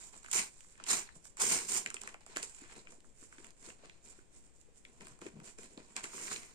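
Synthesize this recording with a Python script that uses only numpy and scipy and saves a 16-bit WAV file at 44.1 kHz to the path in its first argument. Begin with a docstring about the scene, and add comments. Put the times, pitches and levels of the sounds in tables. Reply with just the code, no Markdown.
"""Tearing open a paper envelope

Hands tear a strip off a stiff envelope in four rips, then crease it, open it and pull out a sheet.
Breaking fibres are dense tiny clicks; sharp snaps are a crack and a short falling chirp.
The sheet flexes in bands of noise, and the air in the paper pocket thumps at low pitches.
A small furnished room adds echoes and steady air noise; two microphone ports each ring in the treble.
Levels in the tables hold before the room echoes and the ports."""
import sys
import numpy as np
from scipy import signal
from scipy.fft import rfft, irfft
from scipy.io import wavfile
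from scipy.ndimage import uniform_filter1d

SR = 44100
rng = np.random.default_rng(int(sys.argv[2]) if len(sys.argv) > 2 else 0)


def wrap_up_sound(samples):
    """Save the sound to the file named by the first command line argument, as 16-bit audio."""
    columns = np.atleast_2d(samples).T
    # keep every value between -1 and 1, then stretch to whole-number steps
    tamed = np.clip(columns, -1, 1)
    steps = np.round(tamed * 32767).astype(np.int16)
    wavfile.write(sys.argv[1], SR, steps)


N = 288414


def from_db(db):
    """Turn decibels into a gain."""
    return 10 ** (np.asarray(db) / 20)


def rms_one(x):
    """Scale to an rms (average strength) of 1."""
    return x / np.sqrt(np.mean(x ** 2) + 1e-20)


def band(x, low_hz, high_hz):
    """Keep the pitches between two limits."""
    edges = [low_hz, min(high_hz, .45 * SR)]
    return signal.sosfilt(signal.butter(2, edges, "band", fs=SR, output="sos"), x)


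def drift(rate_hz):
    """Slow random wander of spread 1: noise smoothed twice by a one-pole low-pass."""
    r = np.exp(-2 * np.pi * rate_hz / SR)
    wander = signal.lfilter([1], [1, -2 * r, r * r], rng.standard_normal(N + SR))
    return rms_one(wander[SR:])   # the first second lets the filter settle


def dying(t60, size):
    """Fading curve that falls 60 dB in t60 seconds."""
    return from_db(-60 * np.arange(size) / SR / t60)


def convolve(x, h):
    """Give x the response h, cut to the scene's length."""
    return signal.fftconvolve(x, h, axes=-1)[..., :N]


def pair(shared, size):
    """Stereo noise; the two channels have a share of their power in common."""
    mid, left, right = rng.standard_normal((3, size))
    shared = np.clip(shared, 0, 1)
    return np.sqrt(shared) * mid + np.sqrt(1 - shared) * np.array([left, right])


# colour of the room's air noise: (frequency [Hz], level per Hz before ROOM_TONE_DB [dB])
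ROOM_TONE = [(3, 35.5), (12, 32), (30, 21.5), (90, 15.5), (380, 2), (630, -3), (1340, -11.5), (3000, -12),
             (9000, -16), (11000, -22), (15000, -16)]
ROOM_TONE_DB = -64


def room_tone():
    """Steady air noise over a deep sway: noise shaped by pitch, mostly separate at each port."""
    hz = np.maximum(np.fft.rfftfreq(N, 1 / SR), 1)
    table_hz, table_db = np.array(ROOM_TONE).T
    shape = from_db(np.interp(np.log(hz), np.log(table_hz), table_db))
    return from_db(ROOM_TONE_DB) * irfft(rfft(pair(0.13, N)) * shape, N)


# fingers crinkling the paper: (start [s], rise [s], hold [s],
#   fine crackle level [dB], sheet flexing level [dB], pocket boom level [dB])
CRINKLES = [(0, 0.00085, 0.075, -65.5, -70, -77.5), (0.117, 0.015, 0.044, -69, -69.5, -73),
            (0.208, 0.038, 0.1, -69, -69.5, -78), (0.483, 0.022, 0.23, -74, -79.5, -99),
            (0.769, 0.028, 0.074, -100, -67, -72), (1.052, 0.024, 0.018, -89, -69.5, -86),
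            (1.123, 0.033, 0.0089, -70.5, -76, -72), (1.223, 0.028, 0.0069, -65, -74, -76),
            (1.366, 0.017, 0.031, -64, -61, -86), (1.848, 0.012, 0.01, -82, -59, -60),
            (1.935, 0.008, 0.026, -70, -67, -70), (2.005, 0.008, 0.091, -73.5, -66, -70.5),
            (2.197, 0.012, 0.014, -82, -74, -84), (2.26, 0.0053, 0.076, -75, -70, -75),
            (2.355, 0.0056, 0.01, -57, -56, -60.5), (2.372, 0.006, 0.023, -68, -62, -69),
            (2.416, 0.011, 0.0094, -56.5, -61, -71), (2.455, 0.029, 0.13, -70.5, -74, -89),
            (2.6, 0.018, 0.12, -74.5, -70, -75), (2.703, 0.018, 0.036, -82, -69.5, -83),
            (2.748, 0.017, 0.02, -71, -70.5, -67.5), (2.818, 0.037, 0.044, -84, -73.5, -72.5),
            (2.884, 0.024, 0.019, -71.5, -78, -70), (3.03, 0.02, 0.023, -77.5, -99, -75),
            (3.145, 0.076, 0.026, -67.5, -74.5, -79), (3.301, 0.018, 0.042, -75.5, -74, -84),
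            (3.363, 0.021, 0.088, -74, -72, -74), (3.565, 0.082, 0.056, -68.5, -68.5, -70),
            (3.765, 0.086, 0.008, -86, -68, -69), (3.893, 0.053, 0.048, -93, -81, -84),
            (4.019, 0.037, 0.058, -69.5, -73, -72.5), (4.12, 0.03, 0.055, -80.5, -79, -80.5),
            (4.303, 0.039, 0.04, -73, -79, -76), (4.424, 0.018, 0.02, -78, -82, -79.5),
            (4.526, 0.037, 0.05, -79, -101, -102), (4.736, 0.027, 0.0076, -74, -92, -92),
            (4.83, 0.019, 0.23, -81, -83, -78), (5.0, 0.007, 0.021, -71, -72, -65),
            (5.053, 0.015, 0.057, -77, -72, -70), (5.205, 0.011, 0.057, -71.5, -66.5, -62),
            (5.307, 0.055, 0.061, -90, -79, -66), (5.429, 0.019, 0.036, -63.5, -66, -68),
            (5.577, 0.008, 0.066, -69, -67.5, -65.5), (5.692, 0.016, 0.034, -78, -81, -73.5),
            (5.764, 0.011, 0.025, -80, -71.5, -64.5), (5.804, 0.026, 0.19, -78, -77, -75),
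            (5.953, 0.014, 0.011, -61.5, -53.5, -66), (6.029, 0.0096, 0.011, -58, -58, -63.5)]
CRINKLE_RISE_DB, CRINKLE_FADE_DB_PER_S = 15, 242


def crinkle_gains():
    """Gains of the three layers: each crinkle rises, holds and fades; overlapping powers add."""
    power, t = np.zeros((3, N)), np.arange(N) / SR
    for start, rise, hold, *levels_db in CRINKLES:
        i = int(start * SR)
        j = int((start + rise + hold) * SR) + SR // 4
        since = t[i:j] - start
        rise_db = np.minimum(CRINKLE_RISE_DB * (since / max(rise, .001) - 1), 0)
        fade_db = CRINKLE_FADE_DB_PER_S * np.maximum(since - rise - hold, 0)
        power[:, i:j] += from_db(np.add.outer(levels_db, rise_db - fade_db)) ** 2
    return np.sqrt(power)


RUSTLE_PER_S, RUSTLE_SPREAD_DB, RUSTLE_TOP_HZ = 1800, 1.5, 11700   # rate before clumping
TICKS_PER_S, TICK_SPREAD_DB, TICK_TOP_HZ = 110, 3, 15300   # rate before clumping
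RUSTLE_CLUMP_DB = 3.3
TICKS_DB = -6.5   # relative to the fine crinkles


def rustle():
    """Handling: fine, duller crinkles, with sparse small creases ticking among them."""
    fine = fibres(RUSTLE_PER_S, RUSTLE_SPREAD_DB, RUSTLE_TOP_HZ, RUSTLE_CLUMP_DB)
    ticks = fibres(TICKS_PER_S, TICK_SPREAD_DB, TICK_TOP_HZ, RUSTLE_CLUMP_DB)
    total = 0
    for gain, fine_layer, tick_layer in zip(crinkle_gains(), fine, ticks):
        total = total + gain * (fine_layer + from_db(TICKS_DB) * tick_layer)
    return total


# broad resonances of the stiff sheet: (frequency [Hz], width [Hz], level before the wander [dB])
SHEET = [(1000, 430, 3), (2210, 1060, -2.5), (3960, 590, 3.5)]
SHEET_WANDER_DB = 3.5   # each resonance swells and fades as the sheet changes shape


def fibres(per_s, spread_db, top_hz, clump_db):
    """Fibres crackle; slower buckles, partly in step with them, flex the sheet and boom in the pocket."""
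    crackle = rms_one(breaks(per_s, spread_db, clump_db, t60=0.0068))
    buckles = rms_one(breaks(per_s * .5, spread_db, clump_db, t60=0.017)) + .5 * crackle
    pocket = band(buckles.sum(axis=0), 101, 407)   # long waves reach both ports alike
    sheet = from_db(-2.0) * band(buckles, 970, 3630)
    for hz, width_hz, level_db in SHEET:
        gain = from_db(level_db + SHEET_WANDER_DB * drift(11))
        sheet = sheet + gain * signal.lfilter(*signal.iirpeak(hz, hz / width_hz, fs=SR), buckles)
    return rms_one(band(crackle, 4270, top_hz)), rms_one(bent(sheet, .5)), rms_one(pocket)


def breaks(per_s, spread_db, clump_db, t60, count=9):
    """Clumped clicks dealt to spots on the paper; each spot reaches the ports by its own short path."""
    strength = from_db(spread_db * np.minimum(rng.exponential(1, N), 2.5))
    sizes = strength * rng.choice([-1, 1], N)
    rate = per_s * from_db(clump_db * (drift(200) + drift(40)))
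    clicks = sizes * (rng.random(N) < rate / SR)
    spot = rng.integers(0, count, N)
    total = 0
    for k in range(count):
        path = pair(0.2, size=512) * dying(t60, size=512)
        total = total + convolve((clicks * (spot == k))[None], path)
    return total


# travel time over the whole sheet: of a 1 kHz bending wave, and of the crack it is counted from
BEND_S, BEND_FIRST_S = .008, .003


def bent(x, reach):
    """Bending waves travel faster the higher their pitch (as its root): a quick downward chirp."""
    hz = np.fft.rfftfreq(x.shape[-1], 1 / SR)
    turns = reach * (2 * BEND_S * np.sqrt(1000 * hz) - BEND_FIRST_S * hz)   # reach: share of the sheet
    return irfft(rfft(x) * np.exp(-2j * np.pi * turns), x.shape[-1])


ROOM_T60_S, WALL_CUT_HZ, ROOM_DB = 0.21, 15000, -11


def room(x):
    """Diffuse echoes: dull noise that starts after 4 ms and dies away, partly alike at the two ports."""
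    size = SR // 2
    tail = pair(0.49, size) * dying(ROOM_T60_S, size) * (np.arange(size) > .004 * SR)
    tail = signal.sosfilt(signal.butter(1, WALL_CUT_HZ, fs=SR, output="sos"), tail)
    return from_db(ROOM_DB) * convolve(x, tail / np.sqrt(np.sum(tail ** 2) / 2))


# sharp snaps of the paper, from creases and from bursts within the rips; levels before panning:
#   (time [s], crack peak level [dB], sheet ring pitch [Hz], ring peak level [dB])
SNAPS = [(0.025, -62, 2000, -52.5), (0.1376, -74, 945, -51.5), (0.158, -58, 923, -59),
         (0.2314, -51, 1220, -75), (0.245, -53, 1220, -50), (0.261, -64, 1980, -45.5),
         (0.2832, -48, 1220, -51), (0.314, -27, 2930, -58), (0.3188, -34, 1200, -55),
         (0.3293, -27, 2500, -51), (0.346, -26, 1100, -56), (0.367, -40, 1100, -45),
         (0.382, -38, 2400, -44), (0.388, -44, 2400, -45), (0.6061, -45, 2550, -54.5),
         (0.645, -70, 1480, -61), (0.755, -64, 2000, -59), (0.778, -55, 1500, -62),
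         (0.7989, -74, 1150, -46), (0.8388, -42, 4100, -42), (0.8643, -54, 2260, -44),
         (0.876, -40, 2500, -50), (0.8855, -36, 1500, -55), (0.8933, -41, 1200, -47),
         (0.906, -27, 1540, -37), (0.912, -40, 2200, -36), (0.931, -27, 1110, -35), (0.938, -35, 2400, -39),
         (1.089, -66, 1570, -47), (1.159, -58, 780, -62), (1.253, -44, 1330, -56.5),
         (1.3702, -44, 1360, -51), (1.405, -38, 940, -44), (1.4157, -29, 1000, -37),
         (1.438, -35, 1500, -40), (1.462, -36, 1290, -40), (1.5026, -35, 2500, -47),
         (1.538, -28, 1500, -45), (1.547, -35, 2000, -48), (1.687, -33, 2100, -55), (1.718, -27, 2150, -48),
         (1.7477, -26, 1260, -52), (1.8609, -34, 2320, -28.5), (1.874, -43, 2360, -60),
         (1.9025, -36, 2010, -42), (1.911, -60, 1080, -48.5), (1.943, -31, 1470, -45.5),
         (1.966, -55, 2270, -40.5), (2.0113, -45, 2210, -59), (2.0162, -34, 2260, -52),
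         (2.0352, -43, 1000, -49), (2.052, -62, 1300, -65), (2.0745, -38.5, 1730, -39.5),
         (2.09, -51, 1900, -55), (2.142, -51, 2130, -44), (2.144, -72, 900, -47), (2.208, -55, 703, -61.5),
         (2.2636, -45, 900, -54), (2.352, -59, 2200, -58), (2.362, -36, 2330, -34.5),
         (2.365, -50, 690, -42), (2.3692, -29, 1960, -31.5), (2.381, -40, 2030, -56),
         (2.3985, -48, 2020, -64), (2.429, -29, 2460, -43), (2.443, -48, 2170, -61),
         (2.547, -52, 3000, -56), (2.637, -55, 1460, -52), (2.696, -69, 1500, -54.5),
         (2.709, -68, 1690, -56), (2.766, -52.5, 780, -56.5), (2.782, -56, 700, -62),
         (2.871, -70, 2020, -47), (2.921, -49, 1260, -59.5), (3.0042, -57, 2520, -63),
         (3.044, -67, 1200, -63.5), (3.227, -54, 1170, -61), (3.325, -54, 1500, -52),
         (3.382, -63, 2220, -51), (3.4444, -46, 2310, -50), (3.468, -53, 1800, -61),
         (3.506, -49.5, 1570, -64), (3.6635, -44, 1480, -70), (3.686, -62, 1500, -55),
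         (3.702, -69, 2200, -48.5), (3.845, -66, 1650, -58), (3.856, -55, 4000, -51.5),
         (3.896, -62, 2600, -49.5), (4.189, -81, 1360, -58.5), (4.439, -66, 2000, -72),
         (4.613, -53, 3240, -75), (4.759, -58, 2500, -74), (4.773, -55, 2000, -71),
         (4.8502, -51, 2640, -46.5), (5.008, -48.5, 2200, -50), (5.055, -62, 3500, -54),
         (5.069, -41.5, 1670, -50), (5.083, -47.5, 2000, -65), (5.12, -68, 1500, -60),
         (5.19, -55, 1200, -61), (5.215, -45.5, 2600, -51), (5.217, -70, 1090, -49.5),
         (5.265, -48, 2000, -46), (5.4004, -55.5, 1500, -51), (5.586, -44.5, 1560, -55.5),
         (5.632, -50, 2470, -54), (5.658, -52, 2300, -59), (5.717, -57, 3000, -68),
         (5.7754, -62, 3540, -46), (5.779, -70, 690, -49.5), (5.8019, -60, 1760, -58.5),
         (5.9646, -31, 3420, -32), (5.978, -47, 2380, -54), (6.0063, -54, 1690, -49),
         (6.0405, -32.5, 2840, -33.5), (6.054, -44, 1400, -49.5), (6.133, -60, 1510, -49.5),
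         (6.179, -45, 1270, -45), (6.252, -53, 2000, -53), (6.279, -56, 2210, -42),
         (6.3133, -51, 1510, -41), (6.318, -45, 1000, -41), (6.329, -34.5, 2000, -49),
         (6.3608, -58, 3200, -35), (6.432, -51, 2350, -50)]
CRACK_T60_S, RING_T60_S = .007, .009
SNAP_PAN_DB, SNAP_PAN_SPREAD_DB = -2, 3   # left minus right


def snaps(size=2048):
    """A sharp crack; the bending waves of the sheet follow as a short, broad, falling chirp."""
    out = np.zeros((2, N + size))
    for time, crack_db, hz, ring_db in SNAPS:
        pan_db = SNAP_PAN_DB + SNAP_PAN_SPREAD_DB * rng.standard_normal()
        crack = band(pair(0.59, size) * dying(CRACK_T60_S, size), 3350, 14000)
        ring = band(pair(0.6, size) * dying(RING_T60_S, size), hz * .68, hz * 1.38)
        ring = bent(ring, rng.uniform(.2, .5))
        both = from_db(crack_db) * crack / np.abs(crack).max()
        both = both + from_db(ring_db) * ring / np.abs(ring).max()
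        i = round(time * SR)
        out[:, i:i + size] += from_db(np.array([[.5], [-.5]]) * pan_db) * both
    return out[:, :N]


def in_time(spans):
    """Turn each table column into a signal, with a gain that is zero between the spans."""
    t = np.arange(N) / SR
    times, *columns = np.transpose(np.vstack(spans))
    sounding = sum((t >= rows[0][0]) & (t < rows[-1][0]) for rows in spans)
    smooth = uniform_filter1d(np.minimum(sounding, 1.), size=400)   # softens the on and off edges
    return smooth, [np.interp(t, times, column) for column in columns]


# force of the four rips and of the sheet sliding out, as crackle before the jerks;
# one list each: (time [s], level [dB])
RIPS = [
    [(0.324, -61), (0.334, -41), (0.352, -40), (0.388, -36.5), (0.412, -46), (0.5, -70.5)],
    [(0.855, -71), (0.865, -54.5), (0.882, -52.5), (0.888, -45), (0.913, -37), (0.989, -47.5), (1.07, -74)],
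    [(1.385, -83), (1.4, -42.5), (1.42, -39), (1.475, -41), (1.505, -38), (1.545, -39.5), (1.583, -46),
     (1.67, -57.5)],
    [(1.67, -53), (1.684, -51), (1.688, -45.5), (1.774, -39.5), (1.796, -49.5), (1.855, -66)],
    [(6.08, -71.5), (6.15, -55), (6.234, -54.5), (6.31, -54), (6.32, -50.5), (6.438, -65.5), (6.54, -74.5)],
]
# how hard each of them shakes the paper at full force, before the jerks:
#   (sheet flexing level [dB], pocket boom level [dB])
RIP_BODY = [(-42, -55), (-39.5, -51.5), (-42.5, -49), (-44.5, -52), (-41, -45)]
RIP_PER_S, RIP_SPREAD_DB, RIP_TOP_HZ, RIP_CLUMP_DB = 2100, 1.9, 18000, 1.2   # rate before clumping
FULL_FORCE_DB = -35
SHEET_FOLLOWS, POCKET_FOLLOWS = 0.86, 0.89   # share of the force's swing in dB
JERK_SHEET_SHARE = 0.63   # share of each jerk's dB that reaches the sheet
POCKET_LAG_S = 0.011


def rips():
    """Tearing and the sheet sliding out: dense, bright breaks; sheet and, later, pocket follow the force."""
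    sounding, (force_db,) = in_time(RIPS)
    crackle, sheet, pocket = fibres(RIP_PER_S, RIP_SPREAD_DB, RIP_TOP_HZ, RIP_CLUMP_DB)
    jerk_db = jerks()
    which = np.searchsorted([rows[0][0] for rows in RIPS[1:]], np.arange(N) / SR)
    sheet_db, pocket_db = np.transpose(RIP_BODY)[:, which]
    under_db = force_db - FULL_FORCE_DB
    crackle_gain = from_db(force_db + jerk_db)
    sheet_gain = from_db(sheet_db + SHEET_FOLLOWS * under_db + JERK_SHEET_SHARE * jerk_db)
    pocket_gain = sounding * from_db(pocket_db + POCKET_FOLLOWS * under_db)
    r = np.exp(-1 / (POCKET_LAG_S * SR))
    late_gain = signal.lfilter([1 - r], [1, -r], pocket_gain)
    return sounding * (crackle_gain * crackle + sheet_gain * sheet) + late_gain * pocket


# brief changes of force while tearing or sliding the sheet:
#   (time [s], change at the peak, up or down [dB])
JERKS = [(0.3324, 6), (0.347, 2.5), (0.3664, 0), (0.3859, 0), (0.4385, 3.0), (0.8757, 0), (0.8856, 2.5),
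         (0.913, 1.5), (0.9299, 2), (0.9922, 3.5), (1.412, 3.0), (1.4177, 6.5), (1.4267, -1.5), (1.4367, 3),
         (1.4666, 4), (1.504, 0.5), (1.5222, 4), (1.5469, 2.5), (1.5659, 1), (1.587, 3.5), (1.6017, 0),
         (1.6856, 3), (1.6922, 2.5), (1.72, 3), (1.7326, 0.5), (1.7476, -2), (1.7773, 4.5), (6.1861, 0),
         (6.2349, 2), (6.3176, 4.5), (6.3301, 5.5), (6.3605, 0), (6.4185, 2)]
JERK_RISE_S, JERK_FADE_S = .0004, .006   # time constants


def jerks():
    """Change of force in dB: a quick rise or dip that eases back."""
    out, t = np.zeros(N), np.arange(N) / SR
    for time, change_db in JERKS:
        i = slice(int((time - .005) * SR), int((time + .04) * SR))
        since = t[i] - time
        out[i] += change_db * np.exp(np.where(since < 0, since / JERK_RISE_S, -since / JERK_FADE_S))
    return out


# the pocket pushed or knocked: (time [s], level before the soft start and fade [dB], pitch [Hz])
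THUMPS = [(0.353, -38, 397), (0.898, -46, 286), (1.163, -48.5, 165), (1.389, -50, 362), (1.434, -35, 447),
          (1.475, -40, 346), (1.52, -37, 163), (1.701, -55, 339), (1.864, -54, 450), (1.876, -59, 250),
          (1.944, -44, 400), (2.078, -48, 506), (2.146, -54, 487), (2.294, -50.5, 424), (2.364, -35.5, 312),
          (2.433, -42.5, 450), (2.619, -43, 282), (2.634, -51, 340), (2.764, -54, 500), (2.983, -52.5, 316),
          (3.225, -48, 284), (3.236, -51, 430), (3.384, -47.5, 293), (3.399, -47.5, 353),
          (3.675, -47.5, 325), (3.688, -43.5, 480), (3.835, -44.5, 567), (4.186, -49.5, 362),
          (4.686, -52, 460), (5.012, -59, 350), (5.111, -51.5, 128), (5.22, -41, 350), (5.264, -32.5, 352),
          (5.336, -50, 170), (5.354, -47, 177), (5.368, -42, 171), (5.387, -41, 171), (5.418, -44.5, 164),
          (5.59, -41, 403), (5.775, -44, 276), (5.967, -46, 515), (6.043, -42, 367), (6.146, -43, 378),
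          (6.186, -51, 340), (6.249, -45, 330), (6.316, -42, 340)]


def thumps(size=8192):
    """Air in the pocket swings for a few cycles after a soft push."""
    out, t = np.zeros(N + size), np.arange(size) / SR
    soft_start = 1 - np.exp(-t / 0.0026)
    for time, level_db, hz in THUMPS:
        swing = np.sin(2 * np.pi * hz * t) * dying(8.9 / hz, size) * soft_start
        i = round(time * SR)
        out[i:i + size] += from_db(level_db) * swing
    return out[:N]


LEFT_LAG = 9   # samples


def scene():
    """Paper close to the ports, a little nearer the right one, so the left hears it later."""
    paper = rips() + rustle() + snaps() + thumps()
    paper[0] = np.roll(paper[0], LEFT_LAG)
    return paper + room(paper) + room_tone()


# colour of the microphone ports: (frequency [Hz], left level [dB], right level [dB])
PORTS = [(95.6, 0.5, -3), (483, 9, 4), (690, 6.5, 4.5), (1000, 7, 6.5), (2110, 8, 7), (2470, 11, 5.5),
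         (2840, 6, 5), (3430, 4, 4.5), (3900, 2, 3.5), (4590, 1.5, 4), (5260, 4, 6), (5760, 0, 8),
         (6310, 4.5, 9.5), (7140, -9, 18), (7740, -21, 19), (8210, 20, 4.5), (8510, 9, 15),
         (9160, 10.5, 10), (10200, -3, -8.5), (12100, -8, -6), (13500, -13.5, -5.5), (15700, -1, -16.5)]


def ports(size=2048):
    """Responses of the two ports that ring as early as they can (minimum phase, via the cepstrum)."""
    hz, *levels_db = np.transpose(PORTS)
    grid = np.log(np.maximum(np.fft.rfftfreq(size, 1 / SR), 1))
    log_gains = [np.log(from_db(np.interp(grid, np.log(hz), db))) for db in levels_db]
    cepstrum = irfft(log_gains, size)
    cepstrum[:, 1:size // 2] *= 2   # fold the second half onto the first
    cepstrum[:, size // 2 + 1:] = 0
    return irfft(np.exp(rfft(cepstrum)), size)


CUTOFF_HZ = 16100   # from here up, 70 dB down


def record(dry):
    """The ports colour the sound, then a steep low-pass cuts the top."""
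    low_pass = signal.cheby2(14, 70, CUTOFF_HZ, fs=SR, output="sos")
    return signal.sosfilt(low_pass, convolve(dry, ports()))


dry = scene()
out = record(dry)
wrap_up_sound(out)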